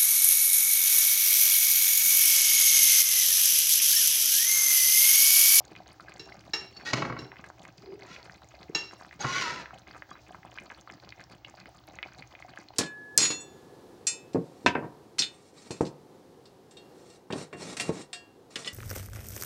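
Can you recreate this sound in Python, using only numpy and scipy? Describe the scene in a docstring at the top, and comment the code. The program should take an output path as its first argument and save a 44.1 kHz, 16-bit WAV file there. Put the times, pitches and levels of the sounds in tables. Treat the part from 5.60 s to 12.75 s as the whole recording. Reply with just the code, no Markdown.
"""Curry simmering in a home kitchen

Close to the microphone, bubbles burst on thick sauce in a pan: short tones that rise in pitch, small ones
ticking and fizzing, large ones plopping. Further off beside the stove a china dish is clinked and nudged on
the worktop, its ring a sum of dying modes. A drawer of whirring noise bands runs on its rollers, bumps and
rattles to rest, and later rolls again. Faint narrow-band tones come from lightly tapped china and the ringing
drawer, and the room rumbles under a thin hiss."""
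import sys
import numpy as np
from scipy import signal
from scipy.fft import rfft, irfft, next_fast_len
from scipy.io import wavfile

SR = 44100
rng = np.random.default_rng(int(sys.argv[2]) if len(sys.argv) > 2 else 0)


def materialize(psi):
    """Save the field psi as 16-bit PCM at rate SR to the path in sys.argv[1].

    A 1-D psi becomes a single channel; in a 2-D psi each row is a channel.
    """
    bounded = np.clip(np.atleast_2d(psi).T, -1, 1)
    quanta = np.round(bounded * 32767).astype(np.int16)
    wavfile.write(sys.argv[1], SR, quanta)


N = 315315
TIME = np.arange(N) / SR   # seconds


def from_db(db):
    """Decibels to gain."""
    return 10 ** (np.asarray(db) / 20)


def rms_one(x):
    """Scale to rms 1."""
    return x / np.sqrt(np.mean(x ** 2) + 1e-20)


def add(out, s, sound):
    """Mix a sound in at time s."""
    start = max(0, round(s * SR))
    out[start:start + len(sound)] += sound[:max(0, N - start)]


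def filtered(x, hz, kind, order=2):
    """Butterworth filter."""
    edges = np.clip(hz, 10, .45 * SR)
    sos = signal.butter(order, edges, kind, fs=SR, output="sos")
    return signal.sosfilt(sos, x + 1e-18)


def noise_band(count, centre_hz, width_hz):
    """Narrow band of noise; rms 1."""
    edges = [centre_hz - width_hz / 2, centre_hz + width_hz / 2]
    return rms_one(filtered(rng.standard_normal(count), edges, "band"))


def coloured(x, spectrum):
    """Give a steady signal a spectrum; rms 1."""
    hz, db = np.transpose(spectrum)
    size = next_fast_len(len(x))
    bins = np.maximum(np.fft.rfftfreq(size, 1 / SR), 1)
    gain = from_db(np.interp(np.log(bins), np.log(hz), db))
    return rms_one(irfft(rfft(x, size) * gain, size)[:len(x)])


def wander(hz):
    """Random drift up to a given rate; spread 1."""
    return rms_one(filtered(rng.standard_normal(N), hz, "low"))


def dying(t, t60):
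    """Envelope that falls 60 dB in t60."""
    return np.exp(-np.log(1000) * t / np.maximum(t60, 1e-4))


def swelling(t, rise_s):
    """Envelope of a blow spreading through a body."""
    return 1 - np.exp(-(t / rise_s) ** 2)


def reflections(x, t60, gap_s, low_hz, high_hz):
    """Diffuse echoes: a dying noise tail of unit energy that begins after a short gap."""
    t = TIME[:SR * 3 // 4]
    tail = filtered(rng.standard_normal(len(t)), [low_hz, high_hz], "band", order=1)
    tail = tail * dying(t, t60) * (t > gap_s)
    return signal.fftconvolve(x, tail / np.sqrt(np.sum(tail ** 2)))[:N]


# The kitchen's steady tone. Each row: frequency in Hz, relative density in dB per Hz.
ROOM_SPECTRUM = [(20, -5.5), (42, -11.5), (68, 7), (92, -3.5), (122, 8.5), (180, -34), (310, 1), (440, -15),
                 (770, -3), (1050, -14.5), (2500, -21.5), (6300, -28.5), (9000, -48), (14000, -51)]
ROOM_TONE_DB, HIGH_HISS_DB = -59, -81.5   # rms


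def background():
    """Low room noise and a thin, very high hiss."""
    room = from_db(ROOM_TONE_DB) * coloured(rng.standard_normal(N), ROOM_SPECTRUM)
    hiss = filtered(rng.standard_normal(N), [14900, 15900], "band")
    return room + from_db(HIGH_HISS_DB) * rms_one(hiss)


# Bubbles too small to hear singly, close over the pan. Each row: frequency in Hz, relative density in dB per Hz.
SIZZLE_SPECTRUM = [(1200, -35), (2500, -10.5), (4500, 1.5), (6500, -3), (9000, -22), (14000, -22.5)]
SIZZLE_DB, SIZZLE_FLICKER_DB, SIZZLE_FLICKER_HZ = -74, 3, 8.9


def sizzle():
    """The finest fizz is noise that comes and goes in small surges."""
    level = from_db(SIZZLE_DB + SIZZLE_FLICKER_DB * wander(SIZZLE_FLICKER_HZ))
    return level * coloured(rng.standard_normal(N), SIZZLE_SPECTRUM)


def burst(hz, cycles, rise, opening=2.33):
    """A bubble's cavity rings a few cycles, rising in pitch as its film opens; peak 1."""
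    t60 = cycles / hz
    t = TIME[:int(1.5 * t60 * SR) + 2]
    turns = hz * t * (1 + rise * (t / t60 - .5))
    onset = (1 - np.exp(-(opening * hz * t) ** 2)) ** 2
    wave = np.sin(2 * np.pi * turns) * dying(t, t60) * onset
    return wave / np.max(np.abs(wave))


def wall_echo(wave, nearest_s=0.000905, farthest_s=0.00325, echo_db=-11):
    """The pan's wall returns a burst after a random lag that stands for the bubble's place."""
    lag = int(SR * (nearest_s + abs(farthest_s - nearest_s) * rng.random() ** 2))
    return np.pad(wave, (0, lag)) + from_db(echo_db) * np.pad(wave, (lag, 0))


# The loudest bubbles in the pan, close to the microphone.
# Each row: start in seconds, peak level in dB before echoes, nominal pitch in Hz, cycles of ring in a 60 dB
# fall, after-ring in dB relative to the peak before after_db is added.
LOUD_BUBBLES = [(0.0048, -34.5, 760, 7.6, -20), (0.0148, -40, 800, 8.8, -24), (0.052, -38, 6880, 22, -37.5),
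                (0.1526, -34, 2060, 3, -26), (0.1633, -32.5, 2500, 5.6, -21), (0.2021, -38.5, 775, 22, -28),
                (0.2787, -43, 6600, 32, -26), (0.33, -46, 9450, 21, -26), (0.398, -34.5, 1330, 10, -27),
                (0.4055, -41, 1450, 20, -32), (0.4828, -36, 1660, 21, -29), (0.5204, -35, 2330, 7.1, -23),
                (0.5626, -42, 4430, 20, -23), (0.6744, -41.5, 770, 13, -28),
                (0.6917, -38.5, 1530, 8.6, -28), (0.7218, -36, 2140, 15, -33), (1.2108, -36, 1680, 10, -33),
                (1.2344, -42.5, 805, 19, -13), (1.7178, -30.5, 1790, 4.9, -33),
                (1.727, -40.5, 905, 19, -41), (1.738, -44, 1540, 11, -28), (1.7584, -39, 1760, 10, -26),
                (1.7678, -35, 2020, 5.9, -28), (1.7937, -36, 1150, 3.4, -24),
                (1.8411, -30.5, 1676, 5.3, -16), (1.901, -31.5, 880, 1.5, -26),
                (2.0522, -32.5, 1980, 6.6, -24), (2.0873, -41, 1540, 7.4, -31),
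                (2.181, -38, 4670, 9.3, -28), (2.422, -36, 2280, 12, -34), (2.4328, -38, 4370, 12, -30),
                (2.5632, -31, 2360, 8.3, -19), (2.629, -37.5, 4500, 15, -25), (2.6966, -33, 1750, 11, -42),
                (2.888, -43.5, 6790, 35, -18), (3.0305, -35.5, 4130, 8.3, -21),
                (3.3105, -36.5, 1650, 8.3, -30), (3.3324, -33, 850, 4.1, -25), (3.3365, -42, 6600, 32, -25),
                (3.411, -34.5, 1120, 8.6, -32), (3.4481, -35.5, 1460, 5.2, -23),
                (3.5106, -36.5, 1960, 13, -23), (3.5275, -36, 2030, 13.4, -36),
                (4.0578, -28.5, 1770, 6.7, -34), (4.1073, -33.5, 1320, 12, -36.5),
                (4.1324, -37.5, 764, 13, -29), (4.271, -40, 2140, 10, -22), (4.2835, -38.5, 2340, 12, -24),
                (4.3096, -35, 1620, 6, -34), (4.3477, -38, 1360, 10, -22), (4.3633, -35.5, 1210, 9.1, -30),
                (4.422, -28, 1690, 8.6, -32), (4.5136, -32, 1173, 8.3, -10), (4.5545, -36.5, 1410, 7, -24),
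                (4.7068, -37.5, 730, 10, -23), (4.7463, -31, 1180, 5.5, -30), (4.7527, -41, 1470, 9, -30),
                (4.831, -38.5, 1830, 8, -31), (4.8491, -34, 800, 5.9, -32), (4.912, -50, 7200, 53, -30),
                (4.9755, -33, 1590, 14, -28), (4.9856, -25.5, 2410, 10.5, -13.5),
                (5.101, -33, 2240, 8.8, -24), (5.1043, -30, 1550, 3.6, -24), (5.118, -32.5, 1520, 10, -30),
                (5.211, -38.5, 6400, 12, -19), (5.2748, -33, 1320, 8.4, -21),
                (5.2995, -28.5, 1770, 3.8, -30), (5.3222, -40, 5200, 18, -18),
                (5.4912, -32.5, 4430, 6.5, -28), (5.5048, -38, 4470, 17, -28),
                (5.5234, -30.5, 2160, 7.6, -27), (5.5962, -37, 1840, 9.3, -26),
                (5.6113, -36.5, 1790, 11, -30), (5.6395, -38, 5460, 16, -28), (5.8474, -32, 2900, 24, -19),
                (5.8492, -31, 2900, 13, -34), (5.9405, -38.5, 810, 13, -30), (6.001, -37.5, 4500, 12, -24),
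                (6.0575, -33, 1780, 3.8, -34), (6.271, -43, 12500, 2.8, -30), (6.3554, -43, 6800, 36, -32),
                (6.3875, -26.5, 2040, 6.2, -29), (6.4287, -19, 2384, 3.8, -16),
                (6.4348, -31.5, 2345, 69, -18), (6.4596, -35.5, 764, 12, -34),
                (6.522, -40.5, 1560, 7.5, -23), (6.6235, -32.5, 2250, 14, -18),
                (6.6365, -44, 2320, 14, -26), (6.6743, -45, 6650, 37, -30), (6.7514, -33.5, 2320, 10, -36),
                (6.7905, -42, 2250, 14, -30), (6.824, -33, 2070, 11, -39), (6.8472, -39, 740, 16, -17),
                (6.9372, -40, 1690, 6.7, -31), (6.974, -30.5, 1730, 17, -32),
                (7.0861, -36.5, 4260, 18, -20), (7.1043, -39, 826, 19, -27)]


def loud_pops(rise=0.11, top_ratio=2.34, reach_hz=2800, bottom_ratio=0.15, after_db=6, after_t60=0.036):
    """The strongest bubbles burst singly, softened by the thick sauce; the open cavity rings on faintly."""
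    out = np.zeros(N)
    for s, db, hz, cycles, ring_on_db in LOUD_BUBBLES:
        top_hz = min(top_ratio * hz, hz + reach_hz)
        wave = filtered(burst(hz, cycles, rise), top_hz, "low", order=5)
        wave = filtered(wave, bottom_ratio * hz, "high", order=1)
        add(out, s, from_db(db) * wall_echo(wave / np.max(np.abs(wave))))
        after = burst(hz, after_t60 * hz, rise)
        after = after * swelling(TIME[:len(after)], rise_s=0.004)
        add(out, s, from_db(db + ring_on_db + after_db) * after)
    return out


# weaker neighbours of a loud burst: earliest lead, mean delay, highest relative level and range below it
NEIGHBOUR_LEAD_S, NEIGHBOUR_LAG_S, NEIGHBOUR_DB, NEIGHBOUR_SCATTER_DB = 0.00301, .02, -18, 15
NEIGHBOUR_HZ, NEIGHBOUR_OCTAVES = 1400, 1.45   # centre of their pitch, and spread to either side


def neighbours(cycles=12, rise=0.17, top_ratio=1.37, count=3):
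    """Bubbles beside a loud burst give way with it, a few just before, most a moment later."""
    out = np.zeros(N)
    all_draws = rng.random((len(LOUD_BUBBLES), count, 3))
    for (s, db, *_), draws in zip(LOUD_BUBBLES, all_draws):
        for lag, size, pitch in draws:
            hz = NEIGHBOUR_HZ * 2 ** (NEIGHBOUR_OCTAVES * (2 * pitch - 1))
            wave = filtered(burst(hz, cycles, rise), top_ratio * hz, "low", order=4)
            start = s - NEIGHBOUR_LEAD_S - NEIGHBOUR_LAG_S * np.log(1 - lag)
            level_db = db + NEIGHBOUR_DB - NEIGHBOUR_SCATTER_DB * size
            add(out, start, from_db(level_db) * wave)
    return out


# The simmer across the pan, by bubble size. Each row: centre pitch in Hz, bursts per second, strongest peak
# in dB before filters and SIMMER_DB, range of peaks below it in dB, cycles of ring in a 60 dB fall.
BUBBLE_SIZES = [(172.5, 24, -49.5, 7, 7.5), (271, 41, -43.5, 18, 4.4), (487, 42, -46.5, 12.5, 6),
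                (776, 38, -40, 13.5, 9.4), (1213, 70, -42.5, 20, 11), (1674, 56, -41.5, 17.5, 9.9),
                (2405, 78, -45, 13, 13.3), (3300, 43, -41, 25, 13), (4745, 54, -43.5, 16.5, 36),
                (6810, 36, -41.5, 18, 21), (8600, 12, -47.5, 10.5, 10)]
SIMMER_DB = 2   # the heat is steady


def simmer(pitch_spread=0.11, rise=0.3, bunch_s=.018, top_ratio=1.336, bottom_ratio=0.46):
    """Bubbles of every size burst in loose bunches; the weaker they are, the more there are."""
    out = np.zeros(N)
    bunches = (np.arange(160) + 3 * rng.random(160) - 1) % 160 * N / SR / 160   # seconds
    for centre_hz, per_s, top_db, range_db, cycles in BUBBLE_SIZES:
        alike = np.zeros(N)
        draws = rng.random((1200, 5))
        for bunch, lag, pitch, sign, size in draws[:int(per_s * N / SR)]:
            s = bunches[int(bunch * len(bunches))] - bunch_s * np.log(1 - lag)
            wave = burst(centre_hz * np.exp(pitch_spread * (2 * pitch - 1)), cycles, rise)
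            level = from_db(top_db - range_db * np.sqrt(size))
            add(alike, s, np.sign(sign - .5) * level * wave)
        alike = filtered(alike, bottom_ratio * centre_hz, "high")   # a cavity radiates little below its pitch
        out += filtered(alike, top_ratio * centre_hz, "low", order=5)   # the sauce softens each onset
    return out * from_db(SIMMER_DB)


def struck(modes, mode_db):
    """Ring of one blow; bending waves are dispersive, so a mode's phase grows with the root of its pitch."""
    hz, db, t60 = np.transpose(modes)[:, :, None]
    t = TIME[:SR * 3 // 4]
    gain = from_db(db[:, 0] + mode_db + rng.standard_normal(len(hz)))   # no two blows are quite alike
    ring = np.sin(2 * np.pi * hz * t - 2 * np.sqrt(hz)) * dying(t, t60)
    return gain @ ring * swelling(t, rise_s=0.0028)


# The worktop beside the stove. Each row: mode in Hz, relative level in dB, free t60 in seconds.
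WORKTOP_MODES = [(162, -6.5, 0.16), (317.6, -0.5, 0.13), (384.6, -6, 0.59), (449, -4, 0.35)]
# Soft set-downs on it, a little way off. Each row: start in seconds, level in dB.
SET_DOWNS = [(0.111, -38.5), (3.093, -29), (3.154, -28)]


def set_downs():
    """A soft touch thuds in the worktop's modes, and the hand damps it."""
    out = np.zeros(N)
    for s, db in SET_DOWNS:
        ring = struck(WORKTOP_MODES, db)
        add(out, s, ring * dying(TIME[:len(ring)], t60=0.057))
    return out


# Contact noise of a hard blow, before its tilt. Each row: frequency in Hz, relative density in dB per Hz.
CRACK_SPECTRUM = [(40, -35), (100, -64), (400, 0.5), (1200, 9.5), (2500, 3), (5000, -0.5), (6800, -4),
                  (8200, -21.5), (13500, -36.5), (15500, -27)]


def crack(t60, tilt_db):
    """Short burst of contact noise; its tilt in dB per octave above 1 kHz is set: a lower tilt is duller."""
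    t = TIME[:SR // 4]
    spectrum = [(hz, db + tilt_db * max(0, np.log2(hz / 1000))) for hz, db in CRACK_SPECTRUM]
    noise = coloured(rng.standard_normal(len(t)), spectrum)
    return noise * dying(t, t60) * swelling(t, rise_s=0.00043)


# The china dish. Each row: mode in Hz, relative level in dB knocked on the wall, the same knocked on the rim,
# free t60 in seconds.
CHINA_MODES = [(825, -10, -10, 0.12), (915, -11.5, -5, 0.15), (1268, -21, -16, 0.11), (1704, 1, -15, 0.044),
               (1785, -13, -8, 0.37), (1867, -7, -21, 0.091), (2240, -5, -8, 0.087), (2625, -20, -9, 0.14),
               (2752, -27, 7, 0.24), (2766, -5, -12, 0.28), (3300, -20, -13.5, 0.21),
               (3480, -36, -27, 0.21), (3830, -6, -27, 0.083), (3980, -13, -21, 0.089),
               (3968, -4, 3.5, 0.097), (4020, -24, -14, 0.48), (4065, -9, -5, 0.11), (4300, -12, -7, 0.089),
               (4690, -20, -5.5, 0.093), (4900, -18, -10, 0.11), (5085, -10, -16, 0.12),
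               (5150, -21, -20, 0.12), (5430, -21, -11, 0.098), (5450, -40, 18, 0.035),
               (5463, 3, -16, 0.093), (5470, -25, -20.5, 0.6), (5400, -42, -16, 0.094),
               (5580, -29, -2, 0.058), (6200, -37, -7, 0.077), (6630, -47, 3.5, 0.15),
               (7060, -13, -43, 0.11), (7490, -52, -12, 0.29)]
# Its clinks, beside the stove. Each row: start in seconds, level in dB, tilt in dB per octave about 3500 Hz,
# thud in the worktop in dB, place of the knock from 0 wall to 1 rim, share of the free ring time.
CHINA_CLINKS = [(0.594, -43, 6, -45, 0.45, 0.96), (0.934, -27.5, 1.5, -41, 0, 0.88),
                (1.165, -52, 6, -54, 0, 0.54), (1.588, -43.5, 7, -42.5, 0.36, 0.78),
                (3.148, -27.5, 3, -41.5, 0.78, 0.86)]


def clinks(crack_db=-7.0, crack_t60=0.2, crack_tilt_db=3.0, twin_db=-9, twin_share=0.0016):
    """China rings when knocked, in a blend that depends on the place; the worktop thuds under it."""
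    out = np.zeros(N)
    hz, wall_db, rim_db, t60 = np.transpose(CHINA_MODES)
    for s, db, tilt_db, thud_db, place, ring_share in CHINA_CLINKS:
        blend_db = wall_db + np.clip(place, 0, 1) * (rim_db - wall_db)
        modes = np.transpose([hz, blend_db, ring_share * t60])
        mode_db = db + tilt_db * np.log2(hz / 3500)
        add(out, s, struck(modes, mode_db))
        # not quite round: each mode beats with a twin
        add(out, s, struck(modes * [1 + twin_share, 1, 1], mode_db + twin_db))
        add(out, s, from_db(db + crack_db) * crack(crack_t60, crack_tilt_db))
        add(out, s, struck(WORKTOP_MODES, thud_db))
    return out


# Faint narrow-band tones beside the stove: lightly tapped china and the ringing drawer.
# Each row: start in seconds, length in seconds, pitch in Hz, level in dB.
FAINT_TONES = [(1.102, 0.11, 4410, -60.5), (1.161, 0.026, 4450, -51.5), (1.252, 0.072, 1885, -39),
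               (2.183, 0.2, 4910, -68), (3.599, 0.03, 830, -38.5), (3.603, 0.02, 6500, -41.5),
               (4.493, 0.033, 3330, -57), (4.518, 0.022, 4700, -61), (4.525, 0.025, 3960, -56),
               (4.527, 0.016, 5420, -58)]


def faint_tones(width_hz=55):
    """Each faint tone is a narrow band of noise that swells and fades."""
    out = np.zeros(N)
    for s, length, hz, db in FAINT_TONES:
        tone = noise_band(SR, hz, width_hz)
        swell = np.sqrt(np.hanning(int(length * SR)))
        add(out, s, from_db(db) * swell * tone[-len(swell):])
    return out


# Pushes on the drawer. Each row: start in seconds, attack, hold and release lengths in seconds, slowing in dB
# per second, then before the layer gains: roller level in dB, rail and rumble in dB relative to it.
DRAWER_PUSHES = [(1.249, 0.02, 0.035, 0.038, 448, -45, 10.5, -0.5),
                 (1.325, 0.018, 0.055, .33, 208, -45.5, 3.5, 10.5),
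                 (2.459, 0.071, 0.016, 0.11, 236, -48, -1.5, -6.5),
                 (3.592, 0.026, 0.0032, 0.067, 260, -42, 7, -2.5),
                 (3.633, 0.15, 0.041, 0.225, 71, -30, -1.5, -12)]
# Roller pitch along the runs. Each row: time in seconds, pitch in Hz before slip.
ROLLER_PITCH = [(1.25, 855), (1.32, 873), (1.34, 1036), (1.5, 901), (2.47, 982), (2.54, 1061),
                (2.65, 922.6), (3.6, 841.5), (3.635, 858.7), (3.645, 1096), (3.69, 1065), (3.79, 1130),
                (3.83, 1029), (3.87, 951), (3.92, 1006), (3.96, 1021), (4.04, 890)]
SPEED_UP_POWER = 0.57   # speed grows with this power of the time pushed
BRAKE_S = 0.022   # the last stretch before a stop
TREBLE_POWER, RUMBLE_POWER = 1.3, 0.34   # rail hiss and box rumble go with these powers of the speed


def drawer_motion():
    """Each push speeds up, holds, coasts and brakes; gives gains of rollers, rails and box, and a set pitch."""
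    rolling, hissing, rumbling = np.zeros((3, N))
    for start, attack, hold, release, slowing, db, treble_db, low_db in DRAWER_PUSHES:
        t = TIME - start
        gained = np.clip(t / attack, 0, 1) ** SPEED_UP_POWER
        coasted = np.maximum(t - attack - hold, 0)
        braking = np.clip((release - coasted) / BRAKE_S, 0, 1)
        speed = gained * from_db(-slowing * coasted) * braking
        rolling += from_db(db) * speed
        hissing += from_db(db + treble_db) * speed ** TREBLE_POWER
        rumbling += from_db(db + low_db) * speed ** RUMBLE_POWER
    return rolling, hissing, rumbling, np.interp(TIME, *np.transpose(ROLLER_PITCH))


# The rollers' whirr. Each row: multiple of roller pitch, width in Hz, relative level in dB.
ROLLER_BANDS = [(1, 31.8, 3), (1.33, 40, -1), (1.47, 40, -11.5), (1.62, 39.8, -8), (1.86, 129, -1.5),
                (2.05, 90, -5), (2.35, 60, -9), (2.7, 120, -6), (5.35, 200, -10)]
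# Rings of the rails at fixed pitches. Each row: pitch in Hz, width in Hz, relative level in dB.
RAIL_RING_BANDS = [(1430, 100, 1.5), (1920, 53, -5), (2253, 77, 0), (2594, 140, -2.5), (2933, 57, -5.5),
                   (3390, 41, -3.5), (3946, 100, -2), (4260, 95, -3), (4820, 38, -3.5), (5800, 160, -3),
                   (6420, 250, -4.5), (7030, 90, -12)]
# Hiss of the rails. Each row: frequency in Hz, relative density in dB per Hz.
RAIL_SPECTRUM = [(700, -10), (1410, -5), (2400, -10), (2880, -6), (3160, -3), (3310, 1), (4790, 1),
                 (5170, -1), (5840, -4), (7240, -8.5), (8500, -21.5), (11400, -28.5), (13700, -39),
                 (15000, -28)]
# Rumble of the box. Each row: frequency in Hz, relative density in dB per Hz.
RUMBLE_SPECTRUM = [(40, -52), (80, -23), (128, 4), (200, -1), (400, -0.5), (650, -3.5), (900, -9),
                   (1500, -50), (3000, -99)]


def drawer_runs(rail_db=-8, rings_db=-5, roller_db=-1.5, rumble_db=-3, grain_db=1.95,
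                flutter_db=1.0, flutter_hz=45, slip_share=0.00695):
    """Rollers whirr along a moving pitch, each slipping a little; the rails hiss and ring, the box rumbles."""
    rolling, hissing, rumbling, roller_hz = drawer_motion()
    whirr, rings = np.zeros((2, N))
    for multiple, width_hz, level_db in ROLLER_BANDS:
        band_hz = multiple * roller_hz * (1 + slip_share * wander(hz=25.8))
        phase = 2 * np.pi * np.cumsum(band_hz) / SR
        band = wander(width_hz / 2) * np.cos(phase) + wander(width_hz / 2) * np.sin(phase)
        whirr += from_db(level_db) * rms_one(band)
    whirr = from_db(roller_db) * rolling * rms_one(whirr)
    for ring_hz, width_hz, level_db in RAIL_RING_BANDS:
        rings += from_db(level_db) * noise_band(N, ring_hz, width_hz)
    hiss = from_db(rail_db) * coloured(rng.standard_normal(N), RAIL_SPECTRUM)
    rail = hissing * (hiss + from_db(rings_db) * rms_one(rings))
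    grain = from_db(grain_db * wander(hz=280) + flutter_db * wander(flutter_hz))   # the level flickers
    rumble = from_db(rumble_db) * rumbling * coloured(rng.standard_normal(N), RUMBLE_SPECTRUM)
    return grain * (whirr + rail) + rumble


# Drawer front and rails. Each row: mode in Hz, relative level in dB, t60 in seconds.
DRAWER_MODES = [(68.2, -21, 0.99), (128.8, 7, 0.18), (181, -3, 0.07), (246.4, -1.5, 0.15),
                (302.3, -6, 0.22), (350, -10, 0.21), (399, -9.5, 0.33), (525, 0, 0.076), (678, -10.5, 0.04),
                (985, -12, 0.045), (1097, -2, 0.07), (1124, -12, 0.11), (1310, -27, 0.09), (1377, 3, 0.037),
                (1534, -7, 0.089), (1920, 2, 0.049), (2230, 8.5, 0.039), (2624, -2, 0.065),
                (2910, -6.5, 0.1), (3850, 1, 0.041), (4290, 7, 0.029), (5020, 3, 0.031), (7250, -9, 0.032)]
# The drawer's bumps, beside the stove. Each row: start in seconds, level in dB, tilt in dB per octave above
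# 1 kHz, boom of the box in dB, knock of the front in dB, contact noise in dB relative to the level, its t60 in
# seconds. Ring levels, boom and knock are before ring_db.
BUMP_BLOWS = [(1.331, -31.5, -28, -42, -45, 3.5, 0.05), (1.3321, -22, 0.5, -28.5, -25, 1, 0.056),
              (1.372, -31.5, -4, -52, -37, 4.5, 0.06), (1.4211, -21.5, -7.5, -29.5, -40, -3, 0.04),
              (1.45, -31.5, -7, -45, -36, 4, 0.035), (1.4984, -24.5, -11.5, -39, -32.5, -7, 0.027),
              (1.524, -32.5, -11, -38, -47, 3, 0.025), (1.565, -28, -12.5, -39, -44, -6, 0.025),
              (1.582, -41, -7, -53, -40.5, -7, 0.036), (1.618, -33, -17, -44, -42, -11, 0.024),
              (3.6443, -15, -14.5, -29.5, -29, -11.5, 0.069)]


def drawer_bumps(ring_db=-4):
    """The drawer meets its stop and rebounds: each blow rings its modes under a burst of contact noise."""
    out = np.zeros(N)
    hz = np.array(DRAWER_MODES)[:, 0]
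    for s, db, tilt_db, boom_db, knock_db, crack_db, crack_t60 in BUMP_BLOWS:
        upper_db = db + tilt_db * np.maximum(0, np.log2(hz / 1000))
        mode_db = np.select([hz < 200, hz < 600], [boom_db, knock_db], upper_db)
        add(out, s, struck(DRAWER_MODES, mode_db + ring_db))
        add(out, s, from_db(db + crack_db) * crack(crack_t60, tilt_db))
    return out


# one push of the dish along the worktop: time of its peak, level there, centre pitch
NUDGE_S, NUDGE_DB, NUDGE_HZ = 2.31, -41, 382
NUDGE_RISE_DB_PER_S, NUDGE_FALL_DB_PER_S = 214, 174


def nudge(rough=0.45, overtone_db=-24, wobble_share=0.0613):
    """The dish's foot sticks and slips near a worktop resonance: a rough, wobbling tone and its octave."""
    wobble, shake = wander(hz=57), wander(hz=57)
    phase = 2 * np.pi * np.cumsum(NUDGE_HZ * (1 + wobble_share * wobble)) / SR
    t = TIME - NUDGE_S
    level = from_db(NUDGE_DB + np.minimum(NUDGE_RISE_DB_PER_S * t, -NUDGE_FALL_DB_PER_S * t))
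    tone = rms_one(np.sin(phase) + from_db(overtone_db) * np.sin(2 * phase))
    return level * (1 + rough * shake) * tone


def scene():
    """The pan is close, with quick echoes off its wall; dish and drawer are further off in the room."""
    pan = loud_pops() + neighbours() + simmer()
    pan = pan + from_db(-14.5) * reflections(pan, t60=0.01, gap_s=0.00197, low_hz=830, high_hz=3900)
    pan = pan + from_db(-17.0) * reflections(pan, t60=0.23, gap_s=0.0028, low_hz=151, high_hz=3880)
    aside = set_downs() + clinks() + faint_tones() + drawer_runs() + drawer_bumps() + nudge()
    aside = aside + from_db(-13.0) * reflections(aside, t60=0.4, gap_s=0.02, low_hz=140, high_hz=5800)
    return (background() + sizzle() + pan + aside)[None]


CUTOFF_HZ = 16000


def record(dry):
    """The small microphone loses the deep bass, and the top is cut steeply."""
    thin = filtered(dry, 32, "high", order=3)
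    steep = signal.ellip(10, .1, 70, CUTOFF_HZ, fs=SR, output="sos")
    return signal.sosfilt(steep, thin)


dry = scene()
out = record(dry)
materialize(out)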